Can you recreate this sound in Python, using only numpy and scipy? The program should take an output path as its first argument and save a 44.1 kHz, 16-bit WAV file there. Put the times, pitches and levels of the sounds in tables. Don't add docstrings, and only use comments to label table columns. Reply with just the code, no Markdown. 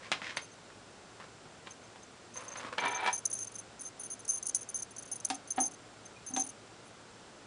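import sys
import numpy as np
from scipy import signal
from scipy.fft import rfft, irfft, next_fast_len
from scipy.io import wavfile
from scipy.ndimage import map_coordinates

SR = 44100
rng = np.random.default_rng(int(sys.argv[2]) if len(sys.argv) > 2 else 0)


def store_wav(level_fs):
    pcm = np.round(np.clip(np.atleast_2d(level_fs), -1, 1) * 32767)
    wavfile.write(sys.argv[1], SR, pcm.T.astype(np.int16))


N = 328986
TIME = np.arange(N) / SR


def amp(db):
    return 10 ** (np.asarray(db) / 20)


def unit(x):
    return x / np.sqrt(np.mean(np.abs(x) ** 2) + 1e-20)


def along(points, hz):
    f, v = np.transpose(points)
    return np.interp(np.log(hz + 1), np.log(f + 1), v)


def fade(t, t60):
    return np.exp(-np.log(1000) * t / t60)


def filtered(x, response):
    m = next_fast_len(len(x) + 8192)
    spectrum = rfft(x, m) * response(np.fft.rfftfreq(m, 1 / SR))
    return irfft(spectrum, m)[:len(x)]


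def coloured(x, spectrum):
    return unit(filtered(x, lambda hz: amp(along(spectrum, hz))))


def bass_cut(x, hz):
    return signal.lfilter(*signal.butter(3, hz, "high", fs=SR), x)


def add(track, s, x):
    part = track[round(s * SR):][:len(x)]
    part += x[:len(part)]


def wobble(rate):
    knots = rng.standard_normal(int(N * rate / SR) + 4)
    return map_coordinates(knots, [TIME * rate])


# frequency in Hz, relative level in dB.
AIR_COLOUR = [(15, -45.5), (25, -14.5), (81, -6), (102, -8), (134, -3), (160, -2.5), (216, -1.5),
              (470, -1.5), (506, -3), (719, -3.5), (996, -6.5), (1380, -8), (2010, -11.5), (6370, -16),
              (10000, -22.5), (13000, -60.5), (22000, -120)]
# centre in Hz, width in Hz, level in dB.
DRONE_BANDS = [(107.6, 21, -71.5), (1410, 260, -69.5), (7580, 130, -74)]


def floor(air_db=-54.5, motor_hz=112, motor_db=-69):
    air = amp(air_db + 0.14 * wobble(5.7)) * coloured(rng.standard_normal(N), AIR_COLOUR)
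    drone = np.zeros(N)
    for centre, width, db in DRONE_BANDS:
        band = filtered(rng.standard_normal(N), lambda f: 1 / (1 + (2 * (f - centre) / width) ** 2))
        drone += amp(db) * unit(band)
    motor_phase = 2 * np.pi * motor_hz * TIME + 0.85 * wobble(6)
    motor = amp(motor_db + 1.5 * wobble(2.5)) * np.sqrt(2) * np.sin(motor_phase)
    return air + drone + motor


def friction(rate, spread_db, smooth):
    sizes = amp(spread_db * np.clip(rng.standard_normal(N), -2, 2))
    slips = (rng.random(N) < rate / SR) * rng.choice([-1, 1], N) * sizes
    return unit(unit(slips) + smooth * rng.standard_normal(N))


def strokes(rows, attack_s=0.013, release_t60=0.067):
    gain = np.zeros(N)
    for s, length, db in rows:
        rise = np.clip((TIME - s) / attack_s, 0, 1)
        gain += amp(db) * rise * fade(np.maximum(TIME - s - length, 0), release_t60)
    return gain


# start in seconds, length in seconds, level in dB.
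BRUSH_STROKES = [(0, 0.084, -55), (.19, .2, -53), (1.19, 0.062, -52.5), (1.655, 0.014, -46),
                 (2.35, 0.076, -48), (2.44, 0.11, -51), (2.55, 0.14, -46.5), (2.715, 0.022, -43.5)]
# frequency in Hz, relative level in dB.
BRUSH_COLOUR = [(120, -50), (200, -7), (332, -5), (366, -33), (404, -18), (517, 6.5), (753, -9), (1030, 5),
                (1230, 0.5), (2080, -5), (10000, -24.5), (13000, -69), (22000, -120)]
# start in seconds, length in seconds, level in dB.
SLIDE_STROKES = [(.02, .05, -51), (.215, .1, -44)]
# frequency in Hz, relative level in dB.
SLIDE_COLOUR = [(300, -34), (1300, -9), (1750, 4), (2150, 2.5), (2600, -1.5), (3600, -6.5), (6000, -12.5),
                (10000, -29)]
# time in seconds, drive in dB before colouring.
DRAG_PRESSURE = [(2.776, -50), (2.782, -30.5), (2.812, -42.5), (2.858, -30), (2.9, -39.5), (2.992, -39),
                 (3.054, -34.5), (3.08, -28), (3.15, -65)]
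# frequency in Hz, relative level in dB.
DRAG_COLOUR = [(90, -53), (160, -22), (320, -19), (620, -6.5), (900, 0.5), (1100, -8.5), (1600, -4.5),
               (2400, -10.5), (2800, -14), (3600, -12), (5500, -30.5), (8000, -54)]
# centre in Hz, width in Hz, strength in dB against the direct slips.
BOARD_MODES = [(401, 34, 13), (800, 70, -3.5), (969, 22, 12), (1300, 60, 5), (1780, 32, 1), (2331, 45, 12)]


def rubbing():
    brush_grain = friction(rate=500, spread_db=1.5, smooth=0.44)
    brush = strokes(BRUSH_STROKES) * coloured(brush_grain, BRUSH_COLOUR)

    slide_grain = friction(rate=2400, spread_db=17.0, smooth=0.97)
    slide = strokes(SLIDE_STROKES) * coloured(slide_grain, SLIDE_COLOUR)

    pressure = amp(np.interp(TIME, *np.transpose(DRAG_PRESSURE), left=-np.inf, right=-np.inf))
    slips = pressure * friction(rate=500, spread_db=1.0, smooth=0.74)

    def boards(f):
        return 1 + sum(amp(db) * 1j * f * w / (c * c - f * f + 1j * f * w) for c, w, db in BOARD_MODES)

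    drag = filtered(slips, lambda hz: amp(along(DRAG_COLOUR, hz) + 12.0) * boards(hz))
    return brush + slide + drag


# time in seconds, level in dB before the makeup gain in clacks(),
# brightness in dB per octave, length of its chatter in seconds.
CLACK_HITS = [(0.1167, -23, -1, 0.023), (0.218, -37.5, -7.5, 0.0039), (0.3704, -30, -1, 0.0033),
              (.701, -51, -8.5, 0.004), (1.2, -45.5, -9.5, 0.019), (1.454, -44, -16, 0.0038),
              (1.671, -42.5, -5, 0.0038), (1.959, -49, -11, 0.0045), (2.558, -42, -4, .006),
              (2.602, -43.5, -4, 0.0076), (2.648, -40, -11, 0.0046), (2.7822, -27.5, -4.5, 0.0063),
              (2.822, -35.5, -7, 0.0045), (2.84, -32, -6.5, 0.043), (3.062, -33, 0, 0.019),
              (3.075, -33.5, 2, 0.015), (5.301, -27, 10, 0.0023), (6.3638, -26.5, 12.5, 0.00182)]


def chatter(count=4, loss_db=6, dulling=0.98):
    contacts = []
    for s, db, tilt, length in CLACK_HITS:
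        for k in range(count):
            contacts.append((s + length * k / (count - 1), db - loss_db * k, tilt - dulling * k))
    return contacts


# frequency in Hz, relative level in dB.
WAND_COLOUR = [(60, -36), (130, -17.5), (230, -3), (400, -11), (620, -4.5), (865, -0.5), (1150, -1.5),
               (1800, 3.5), (2400, 2.5), (3000, 1), (3500, 1.5), (4700, -5), (7000, -11.5), (10000, -19)]


def clacks(crack_t60=0.025, ring_t60=0.12, ring_db=-13, makeup_db=1):
    out, t = np.zeros(N), np.arange(SR // 5) / SR
    envelope = fade(t, crack_t60) + amp(ring_db) * fade(t, ring_t60)
    for s, db, tilt in chatter():
        def colour(hz):
            return amp(along(WAND_COLOUR, hz) + tilt * np.log2((hz + 600) / 2000))
        body = unit(filtered(rng.standard_normal(len(t)), colour))
        add(out, s, amp(db + makeup_db) * body * envelope)
    return bass_cut(out, 110)


# time in seconds, free ring in seconds,
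# low mode level in dB, high mode level in dB.
CLEAR_STRIKES = [(.365, 0.016, -45, -48.5), (.415, .04, -52, -59.5), (.516, 0.027, -59, -70),
                 (1.707, 0.015, -47.5, -61), (1.835, 0.022, -61, -77), (2.029, 0.011, -52, -70),
                 (2.367, 0.018, -39, -56), (2.481, 0.011, -41.5, -58), (2.518, 0.021, -45, -66),
                 (2.571, 0.022, -44, -55), (2.8, 0.013, -44.5, -57), (2.907, 0.021, -45, -51.5),
                 (2.947, 0.026, -36.5, -59), (3.129, 0.021, -32, -38.5), (3.152, 0.015, -36.5, -45),
                 (3.178, 0.014, -39, -44.5), (3.254, 0.0088, -25.5, -32), (3.3, .01, -52, -41),
                 (3.313, 0.0049, -35, -52), (3.328, 0.015, -38, -32.5), (3.351, 0.022, -39, -55),
                 (3.388, 0.0067, -38, -41.5), (3.404, 0.034, -38, -48), (3.471, 0.012, -41, -51),
                 (3.555, .012, -41, -49), (3.585, 0.018, -42.5, -46), (3.794, 0.0097, -45, -54),
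                 (3.809, .014, -47, -40.5), (3.852, 0.037, -47.5, -52), (3.995, 0.027, -47, -43),
                 (4.034, 0.035, -46, -44), (4.102, 0.038, -41, -42), (4.192, .017, -50.5, -51.5),
                 (4.25, 0.0054, -46, -49), (4.279, 0.01, -42, -39), (4.29, 0.02, -26.5, -35),
                 (4.335, 0.029, -36.5, -38), (4.371, 0.017, -40.5, -41.5), (4.427, 0.0075, -36.5, -43),
                 (4.456, 0.009, -39, -48), (4.467, 0.008, -38, -31), (4.494, 0.0056, -33, -42),
                 (4.547, 0.0074, -27, -29), (4.556, 0.015, -34, -34), (4.629, 0.0054, -42.5, -51),
                 (4.689, 0.015, -42.5, -42), (4.744, 0.026, -33.5, -40), (4.822, .011, -39.5, -44),
                 (4.964, 0.0062, -44, -53), (4.982, 0.017, -43.5, -44.5), (5.115, 0.022, -37.5, -36.5),
                 (5.156, .012, -46, -41.5), (5.249, 0.0061, -29.5, -30), (5.344, 0.012, -41.5, -46),
                 (5.505, 0.017, -32, -39), (5.602, .028, -29.5, -31.5), (5.633, 0.016, -30, -48),
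                 (5.653, 0.018, -33, -42), (6.054, .013, -47.5, -60), (6.264, 0.029, -41.5, -49),
                 (6.337, 0.019, -35, -54), (6.365, 0.0045, -35, -47), (6.373, 0.018, -33, -51),
                 (6.395, 0.016, -29, -38), (6.412, 0.011, -29, -55), (6.489, 0.017, -46, -49),
                 (6.855, 0.039, -66, -65)]
# start in seconds,
# length in seconds, typical touch level in dB.
SHAKE_BURSTS = [(2.335, .12, -57), (2.851, .05, -48.5), (2.997, .12, -55.5), (3.364, .095, -47.5),
                (3.51, .05, -51.5), (3.827, .08, -53), (4.306, .025, -44), (4.48, .025, -39.5),
                (4.58, .05, -47.5), (4.763, .06, -44), (4.902, .025, -53), (5.022, .06, -49.5),
                (5.195, .025, -47.5), (5.28, .05, -50), (5.463, .025, -53.5), (5.555, .05, -48),
                (5.669, .025, -45), (5.707, .05, -53.5), (6.291, .025, -50), (6.434, .05, -46.5)]
LEAD_IN_S, LEAD_IN_LOSS_DB = 0.0036, 24
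FALLBACK_GAP_S, FALLBACK_LOSS_DB, FALLBACK_RING_S = 0.0065, 17.5, 0.0097
TOUCHES_PER_S, TOUCH_RING_S, TOUCH_RING_DOUBLINGS, TOUCH_SCATTER_DB = 42, 0.013, 0.91, 3


def strikes():
    rows = list(CLEAR_STRIKES)
    for s, free, low, high in CLEAR_STRIKES:
        fall_s = s + free + FALLBACK_GAP_S
        rows.append((fall_s, FALLBACK_RING_S, low - FALLBACK_LOSS_DB, high - FALLBACK_LOSS_DB))
        rows.append((s - LEAD_IN_S, LEAD_IN_S, low - LEAD_IN_LOSS_DB, high - LEAD_IN_LOSS_DB))
    for start, length, db in SHAKE_BURSTS:
        for k in range(round(length * TOUCHES_PER_S)):
            late = rng.random() / 2
            ring = TOUCH_RING_S * 2 ** rng.uniform(-TOUCH_RING_DOUBLINGS, TOUCH_RING_DOUBLINGS)
            low, high = db + TOUCH_SCATTER_DB * rng.standard_normal(2)
            rows.append((start + (k + late) / TOUCHES_PER_S, ring, low, high))
    return rows


def rattle_of(free, db, typical_ring_s=0.014, typical_db=-39):
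    return -49 + 0.94 * (db - typical_db) + 5 * np.log2(typical_ring_s / free)


# low, high [Hz].
SHELL_HZ = (6283, 9670)
# frequency in Hz, relative level in dB.
RATTLE_COLOUR = [(3000, -23.5), (5000, -11), (5900, 0), (7000, 0.5), (8000, -2.5), (9200, -3.5),
                 (11000, 3.5)]


def bell(contacts_hz=170, kick=0.39, flutter=0.36, flutter_hz=230, rough_flutter=3,
         choke_t60=0.01, click_t60=0.024, swell_s=0.00033):
    t = np.arange(SR // 8) / SR
    slow = signal.butter(3, flutter_hz, fs=SR, output="sos")
    contacts = rng.random(N) < contacts_hz / SR
    modes = []
    for hz in SHELL_HZ:
        knocks = np.cumsum(contacts * kick * rng.standard_normal(N))
        modes.append(np.exp(1j * (2 * np.pi * hz * TIME + knocks)))

    swings, clicks = np.zeros((2, N), complex), np.zeros(N)
    for s, free, low, high in strikes():
        rattle = rattle_of(free, (low + high) / 2)
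        sag = amp(1.87 * (-0.5 - np.minimum(t / free, 1)))
        choke = fade(np.maximum(t - free, 0), choke_t60)
        life = sag * choke * (1 - np.exp(-t / swell_s))

        def shaped(x):
            return life * x / np.sqrt(np.mean(np.abs(x[t < free]) ** 2))

        depth = flutter + rough_flutter * min(amp(rattle - max(low, high)) ** 2, 0.4)
        for swing, db in zip(swings, (low, high)):
            noise = signal.sosfilt(slow, rng.standard_normal((2, 2 * len(t))))[:, len(t):]
            a, b = unit(noise)
            phase = np.exp(1j * rng.normal(0, 1.0))
            add(swing, s, amp(db) * shaped(1 + depth * (a + 1j * b)) * phase)

        latest = np.maximum.accumulate(t * contacts[round(s * SR):][:len(t)])
        ticks = fade(t - latest, click_t60) + 0.065
        add(clicks, s, amp(rattle) * shaped(ticks * rng.standard_normal(len(t))))

    rings = np.sqrt(2) * np.real(swings * modes).sum(axis=0)
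    rattling = filtered(clicks, lambda hz: amp(along(RATTLE_COLOUR, hz) + 11))
    return bass_cut(rings, 2700) + rattling


# time in seconds, drive in dB, contact corner in Hz (lower is softer).
BUMP_HITS = [(5.302, -34.5, 3260), (5.309, -39, 990), (5.574, -44.5, 3030), (5.5804, -30.5, 2020),
             (5.585, -31.5, 1110), (5.615, -31.5, 350), (6.304, -37, 278), (6.336, -34, 276),
             (6.364, -40, 4030), (6.371, -31.5, 990)]
# frequency in Hz, relative level in dB, t60 in seconds.
PANEL_MODES = [(259.2, -5.5, 0.25), (280.4, -8.5, 0.21), (504, -19, 0.083), (665, -12, 0.16),
               (713, -11, 0.25), (775.4, 0, 0.1), (832, -5.5, 0.13), (917, -2.5, 0.057),
               (1214, -11.5, 0.099), (1270, -12, 0.054), (1663, -8, 0.066), (1950, -18, 0.05),
               (2200, -14, 0.066), (3310, -7, 0.12), (4190, -8, 0.062)]


def bumps(slap_t60=0.057, thump_hz=190):
    out, t = np.zeros(N), np.arange(SR // 2) / SR
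    for s, db, corner_hz in BUMP_HITS:
        ring = np.zeros(len(t))
        for hz, level, t60 in PANEL_MODES:
            gain, scattered_hz = amp(level + rng.normal(0, 1)), hz * rng.normal(1, 0.015)
            ring += gain * fade(t, t60) * np.sin(2 * np.pi * scattered_hz * t + rng.uniform(0, 2 * np.pi))
        slap = fade(t, slap_t60) * coloured(rng.standard_normal(len(t)), WAND_COLOUR)
        softness = signal.butter(2, min(corner_hz, SR / 3), fs=SR)
        add(out, s, amp(db) * signal.lfilter(*softness, ring + slap))
    return bass_cut(out, thump_hz)


# time in seconds, peak level in dB.
SQUEAK_TIMES = [(6.155, -51.5)]


def squeak(pitch_hz=2410):
    out, t = np.zeros(N), np.arange(SR // 35) / SR
    for s, db in SQUEAK_TIMES:
        phase = 2 * np.pi * pitch_hz * t + 0.9 * wobble(200)[:len(t)]
        add(out, s, amp(db) * np.hanning(len(t)) * np.sin(phase))
    return out


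# frequency in Hz, t60 in seconds.
ROOM_DECAY = [(200, 0.34), (1500, 0.19), (5000, 0.24), (10000, 0.14)]


def room(x):
    hz, t, z = signal.stft(rng.standard_normal(SR // 2), SR, nperseg=256)
    decay = fade(t, along(ROOM_DECAY, hz)[:, None])
    tail = signal.istft(z * decay, SR, nperseg=256)[1]
    delayed = np.pad(tail / np.linalg.norm(tail), (SR // 200, 0))
    return signal.fftconvolve(x, delayed)[:N]


def scene():
    air = floor()
    wood = rubbing() + clacks() + squeak()
    jingle = bell()
    thuds = bumps()
    reverb = room(amp(-34.5) * jingle + amp(-9.0) * wood + amp(-10) * thuds)
    return (jingle + wood + thuds + reverb + air)[None]


def record(dry, top_hz=10100):
    return filtered(dry[0], lambda hz: 1 / np.sqrt(1 + (hz / top_hz) ** 300))[None]


dry = scene()
out = record(dry)
store_wav(out)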